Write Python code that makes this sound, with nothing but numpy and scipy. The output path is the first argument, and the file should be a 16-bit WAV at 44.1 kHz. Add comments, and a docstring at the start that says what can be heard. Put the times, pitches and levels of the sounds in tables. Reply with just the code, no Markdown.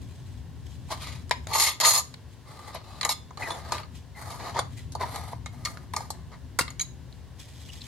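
"""Over a low room rumble, rubber gloves rustle in fine grains, then turn the thin metal lid of a cream jar up close.
Turns and hard scrapes grate as bunched slips through the lid's modes; thread knocks and glove snaps are clicks with skids.
The rim sings on in long sine tones, and stick-slip squeaks sag in pitch during the later turns, knocks and glove rubs.
The lid pops loose, clinks on the rim, and the gloves rustle on; a small workshop adds dull reflections.
Each contact has a level (its low body) and a hardness: how far its ring and its treble grit stand above that body."""
import sys
import numpy as np
from scipy import signal
from scipy.fft import rfft, irfft
from scipy.io import wavfile

SR = 44100
rng = np.random.default_rng(int(sys.argv[2]) if len(sys.argv) > 2 else 0)


def generate_wav(sig):
    """Save sig (samples, or channels by samples) to the path in sys.argv[1] as 16-bit PCM at SR."""
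    pcm = np.round(np.clip(np.atleast_2d(sig).T, -1, 1) * 32767).astype(np.int16)
    wavfile.write(sys.argv[1], SR, pcm)


N = 347155
TIME = np.arange(N) / SR
RING_TIME = TIME[:SR // 4]

# In every contact table, ring/dB and grit/dB are relative to level/dB.
# course of the room rumble before its trim: t/s, level/dB
RUMBLE_LEVEL = [(0.0, -38), (0.13, -43), (1.51, -41), (1.56, -45.5), (2.39, -48.5), (3.99, -43),
                (4.03, -49), (4.51, -40.5), (7.21, -44.5), (7.45, -47.5), (7.78, -44), (7.87, -45)]
# colour of the room rumble: f/Hz, level/dB
RUMBLE_COLOUR = [(13, -84), (22, -33), (27, -27), (34, -15), (45, -14), (70, 2), (124, -1.5), (173, -10),
                 (216, -17.5), (247, -11), (286, -17.5), (301, -23.5), (332, -35), (362, -18), (420, -34.5),
                 (550, -44), (920, -120)]
# colour of the room hiss: f/Hz, level/dB
HISS_COLOUR = [(180, -40), (300, 2.5), (737, -4), (1120, -4), (1190, -13), (1720, -7.5), (2520, -15),
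               (2700, -11.5), (4370, -13), (8940, -20), (16000, -27.5)]
# likeness of left and right: f/Hz, correlation/1
STEREO_LIKENESS = [(60, 0.74), (250, 0.58), (600, 0.78), (1300, 0.81), (2500, 0.81), (5000, 0.14),
                   (12000, 0)]

# gloves rubbing, before the rustle trim: t/s, rise/s, fall/s, peak level/dB
GLOVE_RUBS = [(0.0, 0.22, .22, -56.5), (0.56, 0.49, .04, -55.5), (1.139, 0.077, 0.25, -55),
              (2.05, 0.078, 0.033, -65), (2.31, 0.022, 0.026, -53.5), (3.931, 0.032, 0.057, -52),
              (4.7, .08, 0.09, -52), (7.1, 0.039, 0.16, -63), (7.37, 0.12, 0.13, -47.5),
              (7.55, 0.2, 0.054, -46.5), (7.77, 0.11, .1, -47.5)]
# rubber snaps of the gloves: t/s, level/dB, ring/dB, grit/dB, skid/s
GLOVE_SNAPS = [(1.294, -50, -2, 3.5, .0011), (1.47, -37.5, -0.5, -6, .0006), (2.14, -42.5, 2, -10, 0.0019),
               (4.921, -54.5, -0.5, 11, 0.01), (5.772, -40.5, -4, -17, 0.0012),
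               (7.126, -69, 17.5, -11, 0.0025), (7.817, -64, 21, -7, 0.0019)]
# colour of rustling rubber: f/Hz, level/dB
RUBBER_COLOUR = [(400, -26), (1000, -13), (1400, -14), (2200, 1.5), (2900, -3), (4000, 2), (6000, -6),
                 (8000, -5.5), (11000, -11.5), (16000, -26)]

# light turns of the lid: t/s, rise/s, fall/s, peak level/dB, ring/dB, grit/dB
LID_TURNS = [(0.905, 0.013, 0.025, -33.5, -2.5, -9.5), (1.005, 0.02, 0.14, -45.5, 4, -5),
             (1.48, 0.021, 0.022, -39.5, -5, -9.5), (2.46, 0.24, 0.029, -45.5, -5, -11),
             (2.733, 0.019, 0.026, -40.5, -1.5, -19), (2.84, 0.15, 0.011, -48, -2.5, -10.5),
             (3.03, 0.018, 0.041, -32, -14, -9), (3.395, 0.072, 0.12, -34, -7, -13),
             (3.59, 0.1, 0.037, -45, -4.5, -13.5), (3.71, 0.041, 0.042, -33.5, -4, -15),
             (4.165, 0.032, 0.16, -43, -7.5, -8), (4.26, .07, 0.073, -42.5, -5.5, -7.5),
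             (4.39, 0.1, .025, -35.5, -6.5, -14.5), (4.545, 0.039, 0.023, -32.5, -6, -20),
             (4.998, 0.02, 0.043, -33.5, -6, -16), (5.06, 0.097, 0.16, -39.5, -5.5, -8.5),
             (5.52, 0.19, 0.14, -51.5, -10, -8.5), (5.66, 0.012, 0.013, -43.5, -11, 2.5),
             (5.94, 0.023, 0.1, -43, -8, -7.5), (6.11, 0.018, 0.12, -56, -8, -14),
             (6.32, 0.015, 0.0091, -45, -6.5, -23)]
# hard scrapes of bare metal on glass, one curve each, before their trim: t/s, level/dB, ring/dB, grit/dB
LID_SCRAPES = [
    [(1.51, -33, -8, -14), (1.524, -36.5, -7, -21), (1.534, -29.5, 3, -1), (1.55, -24, -4, -4.5),
     (1.578, -30, -2, -2.5), (1.598, -28, 2.5, 6.5), (1.646, -34.5, 5, 7.5), (1.676, -31.5, 5.5, 3.5),
     (1.765, -59.5, 6.5, -2)],
    [(1.808, -30.5, 11, 12.5), (1.824, -28, -4, -11), (1.848, -27.5, 8.5, 5), (1.88, -24.5, -2.5, 6.5),
     (1.92, -36.5, 6, 12), (1.978, -30.5, 0, 6), (1.998, -37, -1, 7.5), (2.025, -63, -5, 13)],
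    [(3.09, -32, 3, 1), (3.112, -33.5, 1, 1), (3.12, -41.5, 9, 12.5), (3.145, -61, 1, -7)],
]
# the thread knocks the lid: t/s, level/dB, ring/dB, grit/dB, skid/s
THREAD_KNOCKS = [(1.31, -19.5, 0.5, -10.5, 0.0011), (1.801, -30.5, 3, 7, 0.0064),
                 (2.747, -35.5, -19, -7, 0.0014), (3.011, -43.5, 15, 13.5, 0.00062),
                 (3.03, -34.5, 8.5, -10, 0.00084), (3.0495, -27.5, 1.5, 5, .001),
                 (3.092, -28, -6, 4, 0.00096), (3.307, -42, -12, -22, 0.0027),
                 (3.373, -37, -3, -11, 0.0012), (3.504, -28.5, -6, -20, 0.005),
                 (3.721, -24, -6, -5.5, 0.0016), (3.781, -39.5, 4, -9, 0.00056),
                 (3.832, -55, 13, -11, 0.0027), (4.591, -22, -7.5, -7, 0.0021),
                 (4.951, -28.5, -16, -11, 0.0011), (5.159, -33, -2, -5, .0011),
                 (5.33, -32.5, -45, -26, 0.00078), (5.46, -39, 3.5, -3.5, .0015),
                 (5.651, -39, 6, 10.5, 0.0012), (5.657, -45, 17, 9, 0.0014),
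                 (5.936, -28.5, -6, -13, 0.0027), (5.964, -27, -3, -0.5, 0.00089),
                 (6.005, -34, -13, -14, 0.0012), (6.104, -32, -9.5, 0, 0.00049),
                 (6.679, -42.5, 7.5, -12, .0012), (6.704, -49.5, 5, 7.5, 0.0012)]
# resonances of the lid seated on the jar: f/Hz, width/Hz, level before weighting by width/dB
SEATED_LID_MODES = [(425, 60, -14), (690, 90, -7), (885, 55, 2), (990, 70, -1), (1125, 55, -1),
                    (1220, 24, 8), (1690, 70, -13), (1970, 90, -7), (2145, 70, -1), (3250, 30, -6),
                    (3499, 14, -7), (3865, 26, 1), (4110, 120, -2), (4375, 70, 1), (4565, 30, 0),
                    (5093, 32, 0), (5280, 40, -4), (5990, 58, -4), (6790, 140, 0), (7068, 24, -4),
                    (7564, 40, -11), (8400, 30, -10), (9190, 40, -5), (11325, 80, 0), (11900, 50, -6)]
# dense, heavily damped modes between the resonances: f/Hz, level/dB
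SHELL_COLOUR = [(100, -22), (300, -15), (620, -2), (1100, 0), (1450, -11.5), (2100, 4), (2700, -5),
                (4100, -1), (6500, -7.5), (10000, -5), (12200, -15.5), (13700, -8.5), (14600, -35),
                (16000, -19.5)]

# the fingers ease off and the rim rings on: t/s, level/dB, damping by the grip/Hz
RIM_RINGS = [(1.7, -35, 4.6), (1.995, -58, 1), (3.112, -42, 0.3), (3.507, -32.5, 8.7), (4.595, -28, 27)]
# modes of the rim before the grip damps them: f/Hz, level/dB, t60/s
RIM_MODES = [(3499, 0, .5), (3865, -8, .17), (6842, -12, .2), (9190, -8, .2)]
# stick-slip squeaks of lid and rubber: t/s, length/s, starting f/Hz, level before flutter/dB
SQUEAKS = [(3.417, 0.023, 2044, -30.5), (3.42, 0.031, 2660, -38.5), (3.438, 0.0484, 2033, -35),
           (3.748, .02, 1200, -45), (4.142, .056, 2130, -48), (4.555, .021, 970, -26.5),
           (4.585, 0.018, 580, -30), (4.758, 0.058, 2100, -53.5), (5, 0.0313, 1073, -27),
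           (5.029, 0.021, 980, -26), (5.647, .016, 5400, -33), (5.661, 0.034, 1270, -37.5),
           (7.686, 0.024, 3050, -45), (7.805, 0.0238, 4150, -45)]

# the lid pops off the jar mouth: t/s, level/dB, ring/dB, grit/dB, skid/s
LID_POPS = [(6.5882, -19.5, -17, -0.5, 0.0027), (6.5918, -17, -3.5, -17, .0027),
            (6.610, -29, 2, -1, 0.0052)]
# the free lid clinks on the rim: t/s, level/dB, ring/dB, grit/dB, skid/s
LID_CLINKS = [(6.795, -44.5, 15.2, 17, 0.0029), (6.8095, -47.5, 14, 24.6, 0.0038)]
# resonances of the jar mouth with the lid just parting: f/Hz, width/Hz, level before weighting by width/dB
JAR_MOUTH_MODES = [(307, 280, -9.5), (900, 97, -11), (1120, 80, 1), (1395, 39, 6), (1604, 47, -2),
                   (2180, 190, 1.5), (2770, 27, 0.5), (4140, 30, -2), (4710, 82, -6), (4970, 46, -12),
                   (6450, 68, -10), (9900, 48, -17)]
# resonances of the free lid: f/Hz, width/Hz, level before weighting by width/dB
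FREE_LID_MODES = [(1950, 60, -11), (3910, 70, -9), (4320, 100, -8), (6490, 48, 2), (6710, 56, 1),
                  (9350, 80, -12), (10100, 160, -13)]

# crossovers from body to ring and from ring to grit: f/Hz
REGISTER_EDGES = (1500, 5000)
CUTOFF_HZ = 15900

# a stroke catches, swells as the hand presses, fades as it eases, and lets go
CATCH_S, LET_GO_S, OFF_CONTACT_DB = 0.015, 0.066, 18
TURN_SWELL_DB, TURN_FADE_DB = 6, 8
RUB_SWELL_DB, RUB_FADE_DB = 6, 12.5
TICKS_PER_S, TICK_DB = 30, -10.5  # now and then a turning lid catches and ticks
BLOW_S = 0.008  # the level of a blow's body is its rms over this time
HARDER_DB_PER_OCTAVE = 41  # a blow that rings more has a stiffer, higher contact
SQUEAK_SAG = 0.08  # share of its pitch that a squeak loses as it slows


def from_db(db):
    """Decibels to gain."""
    return 10 ** (np.asarray(db) / 20)


def rms_one(x):
    """Scale to an rms of 1."""
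    return x / np.sqrt(np.mean(x ** 2) + 1e-20)


def energy_one(x):
    """Scale to an energy of 1, averaged over the channels."""
    return rms_one(x) / np.sqrt(x.shape[-1])


def pan(db):
    """Channel gains that set the left above the right by this many dB."""
    return from_db(np.array([[db], [-db]]) / 2)


def at_hz(points, hz):
    """Read a table on a log-frequency axis."""
    known_hz, values = np.transpose(points)
    return np.interp(np.log(hz + 1), np.log(known_hz), values)


def cut(x, hz, kind, order=2):
    """A Butterworth low- or high-pass."""
    return signal.sosfilt(signal.butter(order, hz, kind, fs=SR, output="sos"), x)


def convolve(x, response):
    """Sound a response with an excitation, no longer than the scene."""
    return signal.oaconvolve(np.atleast_2d(x), response, axes=1)[:, :N]


def drift(per_s, size):
    """Smooth random wandering, rms 1."""
    knots = rng.standard_normal(size // 4)
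    return rms_one(np.interp(TIME[:size] * per_s, np.arange(len(knots)), knots))


def noise(spectrum, size):
    """Coloured stereo noise, alike in the bass and diffuse in the treble; rms 1."""
    hz = np.fft.rfftfreq(size, 1 / SR)
    mid, side = rfft(rng.standard_normal((2, size)))
    alike = at_hz(STEREO_LIKENESS, hz)
    both = np.sqrt(1 + alike) * mid + np.sqrt(1 - alike) * side * [[1], [-1]]
    return rms_one(irfft(both * from_db(at_hz(spectrum, hz)), size))


def room_tone():
    """A low rumble whose level wavers and a faint even hiss, both of coloured noise."""
    rumble_gain = from_db(1.0 + np.interp(TIME, *np.transpose(RUMBLE_LEVEL)))
    rumble = rumble_gain * noise(RUMBLE_COLOUR, N) * pan(4.4)
    hiss = from_db(-57.5) * noise(HISS_COLOUR, N) * pan(0.99)
    return rumble + hiss


def stroke(row, swell_db, fade_db):
    """The course of one stroke: rows of time, level and its unchanging hardness."""
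    s, rise, fall, peak_db, *hardness = row
    times = s + np.cumsum([-CATCH_S, CATCH_S, rise, fall, LET_GO_S])
    drops = np.array([swell_db + OFF_CONTACT_DB, swell_db, 0, fade_db, fade_db + OFF_CONTACT_DB])
    return [(t, db, *hardness) for t, db in zip(times, peak_db - drops)]


def gain_in_time(rows):
    """A level curve as a gain, silent outside it."""
    s, db = np.transpose(rows)
    return from_db(np.interp(TIME, s, db)) * (TIME >= s[0]) * (TIME <= s[-1])


def friction(size, per_s, spread_db, judder_db, judder_per_s):
    """Tiny slips of uneven size, bunched as the surfaces catch and let go; rms 1."""
    unevenness = np.minimum(rng.exponential(1, size), 4)
    sizes = from_db(spread_db * unevenness) * rng.choice([-1, 1], size)
    slips = rng.random(size) < per_s / SR
    judder = from_db(judder_db * drift(judder_per_s, size))
    return rms_one(slips * sizes * judder)


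def damped(spectrum, t60):
    """A crowd of modes too dense to tell apart, dying together."""
    decay = from_db(-60 * RING_TIME / t60)
    return energy_one(noise(spectrum, len(RING_TIME)) * decay)


def registers(response):
    """Split a response into body, ring and grit, which a contact excites by its hardness."""
    parts = []
    for hz in REGISTER_EDGES:
        parts.append(cut(response, hz, "low", order=3))
        response = cut(response, hz, "high", order=3)
    return [energy_one(part) for part in parts + [response]]


def strike(events, contact, soft_hz, skid_db, contact_hz, contact_db, contact_q):
    """Each blow is a click and a dying skid, softened and coloured by the springy contact point."""
    out = np.zeros((2, N + SR))
    t = RING_TIME[:SR // 32]
    for s, level_db, ring_db, grit_db, skid_s in events:
        skid = energy_one(rng.standard_normal(len(t)) ** 3 * np.exp(-t / skid_s))
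        push = from_db(skid_db) * skid
        push[0] += 1  # the click
        push = cut(push, soft_hz, "low")
        spring_hz = contact_hz * 2 ** (ring_db / HARDER_DB_PER_OCTAVE)
        spring = signal.lfilter(*signal.iirpeak(spring_hz, contact_q, fs=SR), push)
        push = push + from_db(contact_db) * spring
        start = round(s * SR)
        for hardness_db, part in zip((0, ring_db, grit_db), contact()):
            blow = from_db(level_db + hardness_db) * energy_one(convolve(push, part))
            out[:, start:start + blow.shape[1]] += blow * np.sqrt(BLOW_S * SR)
    return out[:, :N]


def gloves():
    """Rubber rustles in fine grains from two creases at once, and snaps now and then."""
    def crease():
        grains = friction(N, per_s=820, spread_db=-1.0, judder_db=5.0, judder_per_s=45)
        return convolve(grains, damped(RUBBER_COLOUR, t60=0.014))

    def rubber():
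        return registers(damped(RUBBER_COLOUR, t60=0.016))

    rubbing = sum(gain_in_time(stroke(row, RUB_SWELL_DB, RUB_FADE_DB)) for row in GLOVE_RUBS)
    rustle = from_db(-2.0) * rubbing * rms_one(crease() + crease())
    snaps = strike(GLOVE_SNAPS, rubber, soft_hz=14000, skid_db=4.0,
                   contact_hz=2800, contact_db=-1.0, contact_q=1.5)
    return (rustle + snaps) * pan(0.37)


def ringing(modes):
    """Each mode of a body as a dying complex tone, with its frequency."""
    hz, width, db = np.transpose(modes)[:, :, None]
    return hz, from_db(db) * width * np.exp((2j * np.pi * hz - np.pi * width) * RING_TIME)


def touch(body, grip_hz, shell_db, shell_t60, uneven_db=5.0):
    """Response at one contact point: each mode has its own strength and direction, and the grip damps them all."""
    hz, tones = body
    strength, side = rng.standard_normal((2, len(hz)))
    # a phase skew between the channels gives each mode its likeness of left and right
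    skew = np.arccos(at_hz(STEREO_LIKENESS, hz[:, 0])) / 2 * np.sign(side)
    signs = (-1) ** np.arange(len(hz))
    weights = signs * from_db(uneven_db * strength) * np.exp(1j * skew * [[1], [-1]])
    modes = energy_one((weights @ tones).imag)
    response = modes + from_db(shell_db) * damped(SHELL_COLOUR, shell_t60)
    return registers(response * np.exp(-np.pi * grip_hz * RING_TIME))


def grind(strokes, contact, slipping, count=3):
    """In each stroke the lid rubs at a few new points round the thread, each with its own slips and colour."""
    out = np.zeros((2, N + SR))
    for rows in strokes:
        s, level_db, ring_db, grit_db = np.transpose(rows)
        start, stop = round(s[0] * SR), round(s[-1] * SR)
        curves = level_db, level_db + ring_db, level_db + grit_db
        for point in range(count):
            slips = slipping(SR)[:stop - start] / np.sqrt(count)
            for db, part in zip(curves, contact()):
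                gain = from_db(np.interp(TIME[start:stop], s, db))
                sound = convolve(slips * gain, part)
                out[:, start:start + sound.shape[1]] += sound
    return out[:, :N]


def lid_on_thread():
    """The seated lid is rubbed under a firm grip, scraped under a light one and knocked by the glass thread."""
    lid = ringing(SEATED_LID_MODES)

    def held():
        return touch(lid, grip_hz=31.8, shell_db=7, shell_t60=0.097)

    def loose():
        return touch(lid, grip_hz=0.7, shell_db=-4.5, shell_t60=0.027)

    def knocked():
        return touch(lid, grip_hz=16.6, shell_db=-2.0, shell_t60=0.13)

    def coarse(size):
        slips = friction(size, per_s=1300, spread_db=2.0, judder_db=3.5, judder_per_s=72.2)
        ticks = friction(size, per_s=TICKS_PER_S, spread_db=5.5, judder_db=2.0, judder_per_s=13.5)
        return slips + from_db(TICK_DB) * ticks

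    def fine(size):
        return friction(size, per_s=2800, spread_db=3.5, judder_db=2, judder_per_s=170)

    turn_strokes = [stroke(row, TURN_SWELL_DB, TURN_FADE_DB) for row in LID_TURNS]
    turns = grind(turn_strokes, held, coarse)
    scrapes = cut(grind(LID_SCRAPES, loose, fine), 520, "high")
    knocks = strike(THREAD_KNOCKS, knocked, soft_hz=9500, skid_db=-4.0,
                    contact_hz=1080, contact_db=4.5, contact_q=1.2)
    return turns * pan(1.3) + from_db(2.0) * scrapes * pan(0.41) + knocks * pan(0.76)


def rim_rings():
    """The thin rim sings on in dying sines as the fingers ease off; what grip remains damps it."""
    out = np.zeros((2, N))
    for s, level_db, grip_hz in RIM_RINGS:
        start = round(s * SR)
        grip = np.exp(-np.pi * grip_hz * RING_TIME)
        for hz, db, t60 in RIM_MODES:
            phase = 2 * np.pi * hz * RING_TIME + rng.normal(0, 0.62, (2, 1))
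            decay = from_db(level_db + db - 60 * RING_TIME / t60)
            out[:, start:start + len(RING_TIME)] += decay * grip * np.sin(phase)
    return out


def squeaks(waver=0.038, flutter_db=3, octave_db=-17):
    """Slips briefly lock into a rough, sagging tone with a faint octave."""
    out = np.zeros(N)
    for s, length, hz, db in SQUEAKS:
        start, size = round(s * SR), round(length * SR)
        sag = np.linspace(1, 1 - SQUEAK_SAG, size)
        pitch = hz * sag * (1 + waver * drift(937, SR)[:size])
        phase = 2 * np.pi * np.cumsum(pitch) / SR
        flutter = flutter_db * drift(430, SR)[:size]
        swell = signal.windows.tukey(size, 0.6) * from_db(db + flutter)
        out[start:start + size] += swell * (np.sin(phase) + from_db(octave_db) * np.sin(2 * phase))
    return out * pan(1.4)


def lid_coming_off():
    """The lid parts from the jar mouth with a hollow pop, then its own modes clink on the rim."""
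    def mouth():
        return touch(ringing(JAR_MOUTH_MODES), grip_hz=7, shell_db=-5, shell_t60=0.1)

    def free():
        return touch(ringing(FREE_LID_MODES), grip_hz=3, shell_db=-5.5, shell_t60=0.1)

    pop = strike(LID_POPS, mouth, soft_hz=14100, skid_db=1.0,
                 contact_hz=950, contact_db=-11, contact_q=5.4)
    clinks = strike(LID_CLINKS, free, soft_hz=12000, skid_db=3.0,
                    contact_hz=870, contact_db=0, contact_q=4.3)
    return pop * pan(0.86) + clinks * pan(0.69)


def workshop(x, wet_db, t60, wall_hz):
    """Dull, diffuse reflections that build up over a few milliseconds."""
    build_up = 1 - np.exp(-RING_TIME / 0.0018)
    decay = from_db(-60 * RING_TIME / t60)
    tail = rng.standard_normal((2, len(RING_TIME))) * decay * build_up
    tail = cut(tail, wall_hz, "low", order=1)
    return x + from_db(wet_db) * convolve(x, energy_one(tail))


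def scene():
    """The handling sounds in the workshop, over its room tone."""
    handling = gloves() + lid_on_thread() + rim_rings() + squeaks() + lid_coming_off()
    return room_tone() + workshop(handling, wet_db=-15.5, t60=0.29, wall_hz=6500)


def record(dry):
    """The microphone sheds the deepest bass, and the top is cut steeply."""
    thinned = cut(dry, 35, "high")
    steep = signal.ellip(10, 0.1, 80, CUTOFF_HZ, fs=SR, output="sos")
    return signal.sosfilt(steep, thinned)


dry = scene()
out = record(dry)
generate_wav(out)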